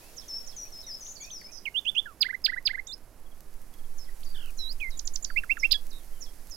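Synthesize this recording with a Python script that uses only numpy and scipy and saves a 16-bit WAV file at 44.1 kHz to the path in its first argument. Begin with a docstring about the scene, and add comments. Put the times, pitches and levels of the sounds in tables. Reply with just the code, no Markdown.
"""A near bird on the right of a pine wood sings varied phrases: bent, nearly pure whistles, often repeated.
Early on, a high warbling song slides from note to note a little to the left and ends in quiet notes.
A third bird gives two spells of thin calls that drop in two steps, among stray notes of other birds.
Trunks scatter the songs as random echoes. Shaped noise makes the foliage hiss, the murmur of the air
and the rumble of wind on the microphone; short noise bursts make ticks in the leaf litter."""
import sys
import numpy as np
from scipy import signal
from scipy.fft import rfft, irfft
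from scipy.io import wavfile
from scipy.ndimage import uniform_filter1d, map_coordinates

SR = 44100
rng = np.random.default_rng(int(sys.argv[2]) if len(sys.argv) > 2 else 0)


def put_to_file(sound):
    """Save the sound as 16-bit audio at rate SR, in the file named by the first command-line argument."""
    columns = np.atleast_2d(sound).T  # one column per channel
    safe = np.clip(columns, -1, 1)
    whole_steps = np.round(safe * 32767)
    wavfile.write(sys.argv[1], SR, whole_steps.astype(np.int16))


N = 289296
TIME = np.arange(N) / SR  # seconds

# Syllables of the near bird and the far birds, each one gesture of the syrinx (the bird's voice organ).
# Each holds: length, attack and release in seconds, swell from start to end in dB, overtone in dB,
# then a list of evenly spaced pitches in Hz, before any pitch factor.
DROP = (.039, 0.0042, 0.0095, 0, -31, [3080, 2530, 2177, 2110, 2050])  # falls, then levels out
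SCOOP = (0.061, 0.021, 0.014, 5.3, -41, [2970, 2776, 2884, 3130, 3430, 3515, 3640])  # dips, then climbs
SLUR = (.056, .027, 0.011, 3.3, -40, [2400, 2660, 2963, 3304, 3490, 3528])  # climbs smoothly
FLICK = (0.013, 0.0042, 0.005, 3, -18.5, [2300, 3050, 3500])  # very short climb
SIGH = (0.084, .004, 0.0086, -27, -19.5, [1753, 1450, 1317, 1160, 1090])  # low fall that dies away
WHIP = (.035, 0.013, 0.011, -2.3, -30, [5140, 5073, 4725, 4080, 2760, 1760])  # steep fall
PIP = (0.032, 0.0042, 0.0062, 15.8, -32.5, [1450, 1662, 1903, 2076, 2065])  # low climb that swells
SQUEAK = (.079, .008, 0.0063, 15, -10.5, [3100, 3700, 3640, 3570, 3530, 4200, 5120, 5270])  # climbs, holds, climbs again
SWING = (0.14, 0.0036, 0.0034, 0, -34, [4100, 4000, 3880, 3840, 3850, 3970, 4570, 5150])  # sags, then climbs
MEW = (0.1, 0.019, 0.017, -8.5, -40, [2610, 2460, 2187, 2108, 2070, 2100])  # gentle fall
LISP = (0.02, 0.0074, 0.009, 0, -40, [6300, 6840, 7220, 7398])  # very high climb
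TICK = (0.011, 0.0072, 0.0049, 2, -23, [7940, 6930, 5360, 2600])  # very short fall from high up
CHUP = (0.014, 0.0016, 0.0037, -13.5, -23, [1890, 1567, 1350, 1240])  # short low fall
WHEEP = (0.038, 0.0081, 0.011, 5.6, -34.5, [1997, 2178, 2550, 2716, 2680])  # low climb
ZIP = (.008, 0.006, 0.0027, 3, -23, [2500, 3400, 5330])  # very short climb
CHIP = (0.026, 0.011, 0.015, 0, -21, [2280, 3940, 5070, 4420, 2900, 2080])  # up and down again
PEEP = (0.04, .01, 0.015, -8, -31, [4460, 3480, 3370, 3363, 3360])  # falls onto a held pitch
PIT = (0.025, 0.011, 0.014, 0, -36, [3350, 3300, 3070])  # short slight fall

# Motifs, groups of syllables repeated together.
# Each row: delay in seconds, syllable, level in dB relative to the trill.
RISING = [(0, FLICK, -13), (.003, SLUR, 0.5)]
TICKING = [(0, LISP, -14), (.02, TICK, 1)]
SEESAW = [(0, CHUP, -18.5), (.058, WHEEP, -1)]

# Whip notes, each answered by a run of three low pips.
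# Each row: start in seconds, level in dB, pitch factor of the whip, pitch factor of the pips.
WHIPS = [(2.205, -13.5, 0.99, 0.991), (2.439, -14, 1.001, .97), (2.651, -15.5, 1.004, 1.005)]
# The pips: wait after the whip starts, spacing, level against the whip, change from pip to pip.
PIP_DELAY_S, PIP_EVERY_S, PIP_DB, PIP_GROWTH_DB = .037, 0.042, -12.5, -0.94

# Notes of the near bird outside its trills and whip runs. The high FLICK is an overtone at the start
# of SQUEAK; the half-pitch PEEP is an undertone of the other PEEP.
# Each row: start in seconds, syllable, level in dB, pitch factor.
SINGLES = [(1.653, DROP, -25.5, 1.018), (1.739, SCOOP, -20, 1.008), (2.056, SIGH, -44, 1.004),
           (2.868, FLICK, -33.5, 2.18), (2.869, SQUEAK, -36, 1.003), (4.588, SWING, -32, 1.005),
           (4.798, FLICK, -37, 1.01), (4.802, MEW, -29, 1), (5.708, ZIP, -17, 1.19),
           (5.712, CHIP, -9, 0.98), (5.735, PEEP, -21.5, 1), (5.735, PEEP, -41, .5)]

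# Colour of the rasp, the hoarse noise in the near bird's high notes.
# Each row: frequency in Hz, strength in dB per Hz (only the shape counts).
RASP_COLOUR = [(1800, 2), (6000, -8), (8500, 2.5), (10000, 11.5), (15500, -17)]

# The high warbling song.
# Each row: start in seconds, level in dB, length in seconds, slide from Hz, slide to Hz, swell in dB,
# swoop in from above in Hz, depth of the quaver in Hz.
WARBLE = [(.279, -37.5, 0.11, 5156, 5500, 10.5, 1900, -4), (.56, -40, 0.091, 5870, 5750, 3, 1600, 3),
          (.72, -45, 0.1, 4950, 5370, 3, 1700, 0), (.863, -40, 0.064, 6060, 4840, 7, 0, 0),
          (.922, -39, 0.037, 4930, 5390, 8, 0, 4), (1.003, -44, 0.041, 5970, 5800, 0, 1500, 2),
          (1.044, -42.5, .087, 6160, 6610, 0, 0, 480), (1.203, -42.5, 0.054, 7180, 5300, -1, -2, 0),
          (1.308, -42, 0.083, 6300, 4980, -3, 0, 0), (1.39, -53, 0.043, 4840, 4400, 0, 0, 0),
          (1.44, -44, 0.036, 5030, 5320, 4, 2, 2)]
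SWOOP_S, QUAVER_HZ, GLIDE_FADE_S = .008, 38, .006

# The calling bird drops onto a held pitch, then slips to a quiet low tail.
# Each row: start in seconds, level in dB, held pitch in Hz, time of the slip in seconds after the start.
CALLS = [(.159, -36, 5430, 0.056), (.459, -37.5, 5360, 0.061), (.806, -45.5, 3775, 0.096),
         (1.139, -41.5, 4500, 0.19), (3.970, -42.5, 5280, 0.08), (4.237, -44.5, 4630, 0.11),
         (4.567, -39.5, 5390, 0.075), (4.892, -44.5, 3840, 0.077), (5.237, -44.5, 4595, 0.13),
         (5.580, -36, 5290, 0.063), (5.894, -43, 3785, .1), (6.201, -35.5, 5500, 0.056),
         (6.497, -35.5, 5180, 0.063)]
CALL_TOP_HZ, CALL_TAIL_HZ, FALL_AT_S, FALL_S, SLIP_S, TAIL_S = 6960, 3270, .017, 0.00375, 0.0039, 0.058
CALL_ATTACK_S, CALL_SAG_DB_PER_S, TAIL_DB = 0.021, -115, -12

# Stray notes of other birds.
# Each row: start in seconds, level in dB, length in seconds, slide from Hz, slide to Hz.
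STRAYS = [(.01, -58.5, 0.087, 2450, 2750), (.648, -54.5, .03, 2350, 2650), (.87, -52, 0.034, 2225, 1700),
          (1.06, -44, 0.013, 2000, 5100), (1.197, -48.5, 0.096, 2210, 2590),
          (1.205, -52, 0.061, 3250, 3770), (1.3, -37.5, 0.015, 2790, 4330), (1.46, -54, .06, 2190, 2550),
          (1.411, -42, 0.013, 2610, 1530), (1.515, -43.5, 0.08, 6250, 5760),
          (1.52, -40.5, .075, 5600, 4870), (4.08, -48, .02, 2080, 1820), (4.228, -41.5, 0.013, 1700, 5880),
          (6.13, -61, .07, 3200, 3000)]

# Small dry ticks in the leaf litter. Each row: start in seconds, strength in dB before the snap is shaped.
TICKS = [(0.807, -41), (3.406, -34), (4.728, -30), (5.868, -32), (5.931, -36)]

# Slow level curves of the foliage hiss, the wind rumble and the trees round the warbling bird.
# Each row: time in seconds, level in dB before the overall shift made in background().
HISS = [(0.0, -61), (0.51, -62), (2.68, -68.5), (3.2, -67.5), (4.29, -60), (5.06, -61.5), (6.56, -60.5)]
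RUMBLE = [(0.0, -64), (0.55, -62.5), (2.04, -67), (4.44, -48), (6.52, -51.5), (6.56, -59.5)]
TREES = [(0, -56), (1.1, -59), (1.8, -67.5), (2.6, -76), (6.56, -86.5)]

# Colours of the background noises: foliage hiss, murmur of the air, wind rumble and trees.
# Each row: frequency in Hz, strength in dB per Hz (only the shape counts).
HISS_COLOUR = [(900, -13), (1800, -0.5), (3200, -8), (5000, -1.5), (6500, -2), (8500, -2.5), (11500, 3),
               (15500, -7.5)]
LOW_COLOUR = [(50, 9), (120, -0.5), (320, -1.5), (420, -3.5), (700, -5.5), (1200, -10), (2500, -19)]
RUMBLE_COLOUR = [(8, 19), (20, 0), (40, -6.5), (70, -31), (120, -53)]
TREES_COLOUR = [(100, -6.5), (300, -7), (600, 2), (1200, -12), (2200, -11.5), (4000, -9), (6000, -6),
                (8000, -15), (15000, -14.5)]

CUTOFF_HZ = 15900


def near_bird(third_db=17.5, octave_db=-19, rasp_db=-21.0, ring_hz=10000, ring_db=9):
    """Loud and almost dry; forced high syllables turn harsh and splash echoes off the nearest trunks."""
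    song = sing(phrases(), jitter=0.0027, flutter_db=1.0)
    top = signal.butter(2, 3700, "high", fs=SR, output="sos")
    high = signal.sosfilt(top, signal.sosfilt(top, song))

    # squares and cubes make overtones that grow faster than the note itself
    overtones = from_db(third_db) * high ** 3 + from_db(octave_db) * high ** 2
    above = signal.butter(6, 7500, "high", fs=SR, output="sos")
    edge = signal.sosfilt(above, overtones)
    # they come in uneven spurts
    edge = edge * (1 + wander(N, 504) / 2)

    # hoarse noise that follows the power of the high notes
    power = uniform_filter1d(high ** 2, size=128)
    rasp = 2 * np.pi * from_db(rasp_db) * power * noise(RASP_COLOUR, alike=1)[0]

    # overtones flare as they pass through a narrow resonance of the throat
    throat = signal.iirpeak(ring_hz, 24, fs=SR)
    flare = from_db(ring_db) * signal.lfilter(*throat, song + edge)

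    splash = scatter(high + edge, t60=.065, wet_db=-10.5)
    echo = scatter(song, t60=0.2, wet_db=-21.0)
    return placed(song + edge + flare + rasp + splash + echo, left_db=-25.5)


def phrases():
    """The near bird's song: separate notes, rising slurs, whips with their pips, and two growing trills."""
    rows = SINGLES + trill(RISING, start_s=1.848, count=2, every_s=0.1, db=-19, growth_db=2)
    for s, db, whip_factor, pip_factor in WHIPS:
        pips = trill([(PIP_DELAY_S, PIP, PIP_DB)], s, count=3, every_s=PIP_EVERY_S, db=db,
                     growth_db=PIP_GROWTH_DB, factor=pip_factor)
        rows = rows + [(s, WHIP, db, whip_factor)] + pips
    ticking = trill(TICKING, start_s=4.969, count=4, every_s=.0805, db=-24.5, growth_db=1.7, slowing_s=0.0037)
    seesaw = trill(SEESAW, start_s=5.3005, count=3, every_s=0.1344, db=-16.0, growth_db=1.5)
    return rows + ticking + seesaw


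def trill(motif, start_s, count, every_s, db, growth_db=0, slowing_s=0, factor=1):
    """Repeat a motif; each repeat may change in level, and the gaps may widen."""
    rows = []
    for k in range(count):
        repeat_s = start_s + k * every_s + k * (k - 1) / 2 * slowing_s
        for delay_s, syllable, part_db in motif:
            rows.append((repeat_s + delay_s, syllable, db + k * growth_db + part_db, factor))
    return rows


def sing(rows, jitter, flutter_db):
    """Whistle a list of syllables, each at its own time, level and pitch factor."""
    out = np.zeros(N)
    for s, syllable, db, factor in rows:
        pitch, loudness, overtone_db = gesture(*syllable)
        note = whistle(pitch * factor, loudness, overtone_db, jitter, flutter_db)
        add(out, s, from_db(db) * note)
    return out


def gesture(length_s, attack_s, release_s, swell_db, overtone_db, pitches):
    """Pitch, loudness and overtone of a syllable that bends smoothly through its pitches."""
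    t = TIME[TIME < length_s]
    place = t / t[-1] * (len(pitches) - 1)
    pitch = map_coordinates(np.array(pitches, float), [place], order=2, mode="nearest")
    return pitch, envelope(t, attack_s, release_s, swell_db), overtone_db


def whistle(pitch, loudness, overtone_db, jitter, flutter_db, third_db=-41, breath_db=-48, beak_hz=7800):
    """The syrinx gives a slightly unsteady near sine; the beak passes the overtone less as it climbs."""
    size = len(pitch)
    unsteady = pitch * (1 + jitter * wander(size, 300))
    phase = 2 * np.pi * np.cumsum(unsteady) / SR
    first, second, third = np.sin(np.outer([1, 2, 3], phase))
    breathy = first * (1 + from_db(breath_db) * wander(size, 2500))
    passed = 1 / (1 + (2 * pitch / beak_hz) ** 20)
    tone = breathy + from_db(overtone_db) * passed * second + from_db(third_db) * third
    return tone * loudness * from_db(flutter_db * wander(size, 110))


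def warbler():
    """High slurred notes a little to the left, ringing on among the trees."""
    song = notes(WARBLE, glide, overtone_db=-38.5, jitter=0.0022, flutter_db=1.15)
    echo = scatter(song, t60=0.4, wet_db=-5.0)
    return placed(song, left_db=3.0) + placed(echo, left_db=2.5)


def notes(rows, shape, overtone_db, jitter, flutter_db):
    """Whistle a table of notes that share one rule for pitch and loudness."""
    out = np.zeros(N)
    for s, db, *form in rows:
        pitch, loudness = shape(*form)
        add(out, s, from_db(db) * whistle(pitch, loudness, overtone_db, jitter, flutter_db))
    return out


def glide(length_s, from_hz, to_hz, swell_db=0, swoop_hz=0, quaver_hz=0):
    """Pitch and loudness of a straight slide, which may swoop in from above or quaver."""
    t = TIME[TIME < length_s]
    slide = np.linspace(from_hz, to_hz, len(t))
    swoop = swoop_hz * np.exp(-t / SWOOP_S)
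    quaver = quaver_hz * np.cos(2 * np.pi * QUAVER_HZ * t)
    return slide + swoop - quaver, envelope(t, GLIDE_FADE_S, GLIDE_FADE_S, swell_db)


def far_birds():
    """Thin calls, stray notes and pits from deeper in the wood, with more echo; the buzz stays dry."""
    pits = trill([(0, PIT, 0)], start_s=3.255, count=2, every_s=.055, db=-56.5)
    pits = pits + trill([(0, PIT, 0)], start_s=3.73, count=3, every_s=.052, db=-56)
    calls = notes(CALLS, falling_call, overtone_db=-48, jitter=0.013, flutter_db=2.5)
    calls = calls + notes(STRAYS, glide, overtone_db=-28, jitter=0.013, flutter_db=1.5)
    calls = calls + sing(pits, jitter=.012, flutter_db=1.0)
    echo = scatter(calls, t60=0.25, wet_db=-7.5)
    return placed(from_db(-1) * (calls + echo) + buzz(), left_db=-23)


def falling_call(held_hz, slip_s):
    """Pitch and loudness of a call that comes down in two rounded steps."""
    t = TIME[TIME < slip_s + TAIL_S]
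    # each step runs smoothly from 0 to 1
    fallen = 1 / (1 + np.exp((FALL_AT_S - t) / FALL_S))
    slipped = 1 / (1 + np.exp((slip_s - t) / SLIP_S))
    pitch = CALL_TOP_HZ + (held_hz - CALL_TOP_HZ) * fallen + (CALL_TAIL_HZ - held_hz) * slipped
    sag_db = CALL_SAG_DB_PER_S * np.maximum(t - CALL_ATTACK_S, 0)
    loudness = envelope(t, CALL_ATTACK_S, TAIL_S / 2) * from_db(sag_db + TAIL_DB * np.sqrt(slipped))
    return pitch, loudness


def buzz(start_s=4.342, length_s=.175, from_hz=3400, to_hz=2580, rate_hz=44, depth=0.088,
         level_db=-45, under_db=-10, over_db=-19):
    """A falling note with fast vibrato; its second partial is the strongest and follows from_hz to to_hz."""
    t = TIME[TIME < length_s]
    swing = 1 - depth * np.cos(2 * np.pi * rate_hz * t)
    # pi instead of 2 pi: the first partial lies an octave below the strongest
    phase = np.pi * np.cumsum(np.linspace(from_hz, to_hz, len(t)) * swing) / SR
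    partials = np.sin(np.outer([1, 2, 3], phase))
    tone = from_db([under_db, 0, over_db]) @ partials
    loudness = envelope(t, attack_s=0.0095, release_s=0.019, swell_db=-7)
    out = np.zeros(N)
    add(out, start_s, from_db(level_db) * loudness * tone)
    return out


def litter(per_s=70, crackle_db=-59, spread_db=8.5, t60=0.011):
    """Dry needles and leaves tick: a few clear ones among many tiny ones that follow the foliage hiss."""
    hiss_db = in_time(HISS)
    chance_db = spread_db * np.minimum(rng.exponential(1, N), 3)
    size_db = crackle_db + hiss_db - hiss_db.max() + chance_db
    clicks = (rng.random(N) < per_s / SR) * from_db(size_db)
    for s, db in TICKS:
        add(clicks, s, from_db([db]))
    # every click becomes a short burst of dying noise
    size = SR // 20
    snap = rng.standard_normal(size) * from_db(-60 * TIME[:size] / t60) / 2
    snaps = signal.fftconvolve(clicks, snap)[:N]
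    bright = signal.butter(1, 4500, "high", fs=SR, output="sos")
    return placed(signal.sosfilt(bright, snaps), left_db=-6)


def background(hiss_db=6, low_db=-55.5, rumble_db=19.5, trees_db=-3.5):
    """Foliage hiss, the low murmur of the air, wind on the microphone and rustling trees, all shaped noise."""
    hiss_level_db = in_time(HISS) + hiss_db + .5 * wander(N, 25)
    hiss = from_db(hiss_level_db) * noise(HISS_COLOUR, alike=0.65)
    low = from_db(low_db) * noise(LOW_COLOUR, alike=1.0)
    rumble = from_db(in_time(RUMBLE) + rumble_db) * noise(RUMBLE_COLOUR, alike=1.0)
    trees = from_db(in_time(TREES) + trees_db) * noise(TREES_COLOUR, alike=0.296)
    return placed(hiss, left_db=-9.0) + placed(low + rumble, left_db=-8.5) + placed(trees, left_db=4.5)


def noise(colour, alike):
    """Stereo noise of a given spectrum and left-right likeness, falling steeply past its ends."""
    hz, db = np.transpose(colour)
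    f = np.log(np.maximum(np.fft.rfftfreq(N, 1 / SR), 1))
    outside = abs(f - np.clip(f, np.log(hz[0]), np.log(hz[-1])))
    gain = from_db(np.interp(f, np.log(hz), db) - 14.7 * outside)
    mid, side = irfft(rfft(rng.standard_normal((2, N))) * gain, N)
    alike = np.clip(alike, -1, 1)
    # what is shared goes to both ears; the rest has opposite signs
    return rms_one(np.sqrt(1 + alike) * mid + np.sqrt(1 - alike) * side * [[1], [-1]])


def scatter(x, t60, wet_db):
    """Dense echoes off trunks and leaves, different at each ear, dying by 60 dB in t60 seconds."""
    t = TIME[:SR]
    echoes = rng.standard_normal((2, SR)) * from_db(-60 * t / t60) * (t > .003)
    echoes /= np.sqrt(np.sum(echoes ** 2, axis=1, keepdims=True))
    return from_db(wet_db) * signal.fftconvolve(x[None], echoes, axes=1)[:, :N]


def placed(x, left_db):
    """Turn the left ear up or down against the right."""
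    return x * from_db([[left_db], [0]])


def envelope(t, attack_s, release_s, swell_db=0):
    """Soft attack, a hold that swells or sags, soft release."""
    rise = np.clip(t / attack_s, 0, 1)
    fall = np.clip((t[-1] - t) / release_s, 0, 1)
    fades = (np.sin(rise * np.pi / 2) * np.sin(fall * np.pi / 2)) ** 2
    return fades * from_db(swell_db * (t / t[-1] - .5))


def wander(size, width_hz):
    """Random wobble with a typical size of 1, made of noise with its quick changes smoothed away."""
    sos = signal.butter(2, min(width_hz, SR / 4), fs=SR, output="sos")
    # a tenth of a second extra lets the filter settle
    return rms_one(signal.sosfilt(sos, rng.standard_normal(size + SR // 10))[-size:])


def in_time(rows):
    """Join the points of a level table with straight lines, at every sample."""
    return np.interp(TIME, *np.transpose(rows))


def add(track, s, sound):
    """Mix a sound into the track at time s in seconds."""
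    at = max(int(s * SR), 0)
    track[at:at + len(sound)] += sound[:max(N - at, 0)]


def rms_one(x):
    """Scale to an average strength (rms) of 1."""
    return x / np.sqrt(np.mean(x ** 2) + 1e-20)


def from_db(db):
    """Turn decibels into a gain."""
    return 10 ** (np.asarray(db) / 20)


def scene():
    """All the birds over the sound of the wood."""
    return near_bird() + warbler() + far_birds() + litter() + background()


def record(dry):
    """Cut the very top of the sound steeply."""
    low_pass = signal.ellip(10, .1, 70, CUTOFF_HZ, fs=SR, output="sos")
    return signal.sosfilt(low_pass, dry)


dry = scene()
out = record(dry)
put_to_file(out)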